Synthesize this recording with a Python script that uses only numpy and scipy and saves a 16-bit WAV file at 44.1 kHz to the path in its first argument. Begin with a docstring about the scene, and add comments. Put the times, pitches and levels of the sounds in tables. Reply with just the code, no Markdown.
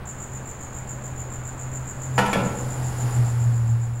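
"""A high whirr, most likely a cricket, pulses seven times a second in a bare garage: three quick
wing strokes a chirp, smeared by the walls. A distant engine drones over low rumble and a very
faint, thin electrical whine. About halfway, something metal knocks twice and rattles, then a soft
hiss swells and fades. One microphone hears it all."""
import sys
import numpy as np
from scipy import signal
from scipy.fft import rfft, irfft
from scipy.io import wavfile

SR = 44100
rng = np.random.default_rng(int(sys.argv[2]) if len(sys.argv) > 2 else 0)


def generate_wav(sig):
    """Save sig (samples, or channels by samples) to the path in sys.argv[1] as 16-bit PCM at SR."""
    pcm = np.round(np.clip(np.atleast_2d(sig).T, -1, 1) * 32767).astype(np.int16)
    wavfile.write(sys.argv[1], SR, pcm)


N = 176400
T = np.arange(N) / SR


def from_db(db):
    """Decibels to gain."""
    return 10 ** (np.asarray(db) / 20)


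def unit_rms(x):
    """Scale to unit rms."""
    return x / np.sqrt(np.mean(x ** 2) + 1e-20)


def in_time(rows):
    """Join (time_s, value) points by straight lines."""
    return np.interp(T, *np.transpose(rows))


def at_hz(points, hz):
    """Read (freq_hz, value) points on a log-frequency axis."""
    freqs, values = np.transpose(points)
    return np.interp(np.log(np.maximum(hz, 1)), np.log(freqs), values)


def noise(spectrum, tilt_db=0):
    """Coloured noise of unit rms, then tilted per octave about 1 kHz."""
    hz = np.maximum(np.arange(N // 2 + 1) * SR / N, 1)
    gain = unit_rms(from_db(at_hz(spectrum, hz)))
    octaves = np.log2(np.maximum(hz, 150) / 1000)
    return irfft(rfft(rng.standard_normal(N)) * gain * from_db(tilt_db * octaves), N)


def drift(rate_hz):
    """Random wander of unit rms, mostly slower than rate_hz."""
    hz = np.arange(N // 2 + 1) * SR / N
    return unit_rms(irfft(rfft(rng.standard_normal(N)) / (1 + (hz / rate_hz) ** 2), N))


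def decay(t60_s):
    """Exponential fall of 60 dB in t60_s."""
    return np.exp(-np.log(1000) * T / t60_s)


def add(out, sound, start_s):
    """Mix a sound in at a time."""
    i = max(int(start_s * SR), 0)
    out[i:i + len(sound)] += sound[:max(len(out) - i, 0)]


def cricket():
    """Each wing stroke is a short falling tone over the faint scrape of the wing's file."""
    # chirps, timed at their last stroke: time_s
    chirps = [.097, .227, .359, .499, .634, .772, .916, 1.064, 1.203, 1.345, 1.477, 1.62, 1.758, 1.897,
              2.042, 2.181, 2.32, 2.459, 2.595, 2.729, 2.869, 3.009, 3.15, 3.288, 3.426, 3.565, 3.7, 3.84,
              3.978]
    # chirp loudness ahead of the walls: time_s, level_db
    chirp_level = [(0, -29.5), (1.1, -30), (2.2, -29), (3.0, -29), (3.4, -33.5), (3.9, -39)]
    # strokes of one chirp: lead_s, relative_db, length_s
    strokes = [(.041, -7, .005), (.022, -2.5, .006), (0.00041, -1.5, .006)]
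    # partials of the wing: multiple, relative_db
    partials = [(1, 0), (2, -23)]
    # spectrum of the scrape: freq_hz, relative_db
    rasp_spectrum = [(4000, -25), (6000, -2), (7200, 6), (8400, 8), (9000, -12), (9500, -2), (10200, -12),
                     (11100, 0), (12500, -14), (14400, -6), (15500, -15)]
    wing_hz, fall_hz, roughness = 7120, 1180, .12
    rasp_db, jitter_s = -20, .0003
    out, rasp = np.zeros(N), noise(rasp_spectrum)
    for chirp_s in chirps:
        for lead_s, db, length_s in strokes:
            sweep = np.linspace(-.5, .5, int(length_s * SR))
            gain = from_db(db + rng.normal())
            start_s = chirp_s - lead_s - length_s / 2 + rng.normal(0, jitter_s)
            wobble = np.interp(sweep, np.linspace(-.5, .5, 10), rng.normal(0, roughness, 10))
            phase = 2 * np.pi * np.cumsum(wing_hz + fall_hz * (wobble - sweep)) / SR
            tone = sum(from_db(partial_db) * np.sin(k * phase) for k, partial_db in partials)
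            scrape = from_db(rasp_db) * rasp[rng.integers(N // 2):][:len(sweep)]
            envelope = np.cos(np.pi * sweep) ** 2
            add(out, gain * envelope * (tone + scrape), start_s)
    return out * from_db(in_time(chirp_level))


def bare_walls(chirps):
    """The chirps reach the microphone directly, as early echoes and as a diffuse tail."""
    # early reflections: delay_s, relative_db
    echoes = [(.0037, -5.5), (0.016, -0.5), (.033, -17), (.038, -22.5)]
    tail_db = 5.5
    response = from_db(tail_db) * unit_rms(rng.standard_normal(N) * decay(t60_s=.55)) / np.sqrt(N)
    response[0] += 1  # direct path
    for delay_s, db in echoes:
        response[int(delay_s * SR)] += from_db(db)
    return signal.fftconvolve(chirps, response)[:N]


def distant_engine():
    """Only a few low orders carry this far; they swell and sag as the engine slows."""
    # the third and strongest order: time_s, pitch_hz
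    pitch = [(0, 129), (.6, 127), (1.05, 128.5), (1.3, 125), (1.75, 129), (2.15, 130.5), (2.5, 124.5),
             (2.8, 126), (3.1, 121), (3.3, 119.5), (3.7, 117.5), (4, 116.5)]
    # swells of the drone: time_s, level_db
    level = [(0.0, -44), (0.2, -38.5), (0.27, -48), (0.34, -34.5), (0.54, -45.5), (1.0, -34.5),
             (1.55, -38.5), (1.79, -29), (1.95, -44), (1.99, -32), (2.19, -24.5), (2.31, -42), (2.43, -27),
             (2.56, -37.5), (2.67, -25.5), (2.71, -34), (2.84, -23), (2.97, -30.5), (3.04, -21.5),
             (3.11, -30), (3.2, -16), (3.27, -24), (3.48, -19.5), (3.62, -23), (3.69, -19), (4.0, -31.5)]
    # engine harmonics: order, relative_db
    orders = [(2, -20), (3, 0.5), (5, -27.5), (6, -26)]
    waver_hz, flutter_db = 1.19, 1.7
    fundamental_hz = (in_time(pitch) + waver_hz * drift(rate_hz=5.7)) / 3
    phase = 2 * np.pi * np.cumsum(fundamental_hz) / SR
    drone = sum(from_db(db + flutter_db * drift(rate_hz=8.6)) * np.sin(k * phase) for k, db in orders)
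    return np.sqrt(2) * from_db(in_time(level)) * drone


def rumble():
    """Low background noise, nearly steady, easing at the end."""
    # colour of the rumble: freq_hz, relative_db
    spectrum = [(20, 1.5), (40, -2), (80, 4), (125, -3.5), (220, -5.5), (350, -10.5), (550, -10),
                (950, -12), (1500, -15), (2300, -22.5), (3500, -31.5), (5500, -38.5), (9000, -37.5),
                (15000, -46)]
    # loudness at the microphone: time_s, level_db
    level = [(0, -37.5), (2.1, -36.5), (3.1, -35), (3.5, -38), (4, -41.5)]
    return from_db(in_time(level)) * noise(spectrum)


def electrical_whine(pitch_hz=15735, level_db=-72):
    """One thin, steady tone near the top of hearing."""
    return from_db(level_db) * np.sqrt(2) * np.sin(2 * np.pi * pitch_hz * T)


def metal_knocks():
    """Each blow gives a broad crack and rings the metal's modes."""
    # knocks and rattles: start_s, body_db, crack_db, tilt_db_per_octave
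    blows = [(2.1796, -18, -1, 0), (2.1885, -20, -5.5, 1), (2.2595, -38, -19.5, 4.5), (2.280, -50, -25, 3),
             (2.3303, -30.5, -3, 0.5), (2.357, -29, -9, -7.5), (2.399, -40, -19, 1),
             (2.451, -41, -16, -3.5)]
    # modes of the metal: pitch_hz, relative_db, t60_s
    modes = [(200, -1.5, .4), (490, 0, .25), (641, -3, 0.26), (850, 3.5, .12), (936, -1.5, 0.21),
             (1038, -3, 0.18), (1342, 0.5, 0.36), (1454, 3, 0.13), (1735, -1, .14), (1868, -2, 0.22),
             (2120, -11, 0.18), (2218, -25, .17), (2396, -12, 0.15), (2761, -7.5, 0.11)]
    # spectrum of the crack: freq_hz, relative_db
    crack_spectrum = [(70, -20.5), (200, -2.5), (450, 0.5), (900, -1.5), (1600, -7.5), (2800, -8),
                      (4000, -18), (5500, -21.5), (8000, -27), (11000, -25), (15000, -45)]
    ring_gain, crack_trim_db, scatter_db = .5, -15, 1.6
    out = np.zeros(N)
    for start_s, body_db, crack_db, tilt_db in blows:
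        ring = np.zeros(SR)
        for hz, db, t60_s in modes:
            gain = from_db(db + rng.normal(0, scatter_db)) * rng.choice([-1, 1])
            ring += gain * np.sin(2 * np.pi * hz * T[:SR]) * decay(t60_s)[:SR]
        crack = noise(crack_spectrum, tilt_db) * decay(t60_s=.092)
        add(out, ring_gain * from_db(body_db) * ring, start_s)
        add(out, from_db(crack_trim_db + crack_db) * crack, start_s)
    return out


def garage_reverb(sound, tail_db=-2):
    """The garage adds a diffuse tail in which the low octaves linger longest."""
    # reverberation of the garage: freq_hz, t60_s
    decay_times = [(150, 1.1), (600, 0.87), (1500, 0.64), (3000, 0.5), (7000, .45), (14000, 0.32)]
    tail = np.zeros(N)
    for low_hz in 80 * 2. ** np.arange(8):
        octave = signal.butter(2, [low_hz, min(2 * low_hz, .45 * SR)], "band", fs=SR, output="sos")
        t60_s = at_hz(decay_times, low_hz * np.sqrt(2))
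        tail += signal.sosfilt(octave, rng.standard_normal(N)) * decay(t60_s)
    response = unit_rms(tail) / np.sqrt(N)  # unit energy
    return sound + from_db(tail_db) * signal.fftconvolve(sound, response)[:N]


def hiss():
    """Soft, broad noise that swells around the knocks, peaks after them and fades."""
    # colour of the hiss: freq_hz, relative_db
    spectrum = [(150, 7.5), (400, 3), (620, -1), (820, 7.5), (1050, -4), (1400, -3), (2500, -12.5),
                (4000, -16.5), (5000, -13.5), (6200, -16.5), (9400, -14), (10000, -13), (10500, -11.5),
                (12000, -19.5), (13500, -20), (15500, -28)]
    # loudness at the microphone: time_s, level_db
    level = [(0, -77), (1.7, -62), (2.3, -41.5), (2.6, -40), (2.9, -38), (3.1, -35.5), (3.45, -42.5),
             (4, -51)]
    return from_db(in_time(level)) * noise(spectrum)


def scene():
    """Everything at one microphone in the garage."""
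    chirps = bare_walls(cricket())
    knocks = garage_reverb(metal_knocks())
    return (chirps + distant_engine() + rumble() + electrical_whine() + knocks + hiss())[None]


def record(dry):
    """A steep low-pass cuts the top just above the whine."""
    cutoff_hz = 15900
    return signal.sosfilt(signal.ellip(12, .1, 80, cutoff_hz, fs=SR, output="sos"), dry)


dry = scene()
out = record(dry)
generate_wav(out)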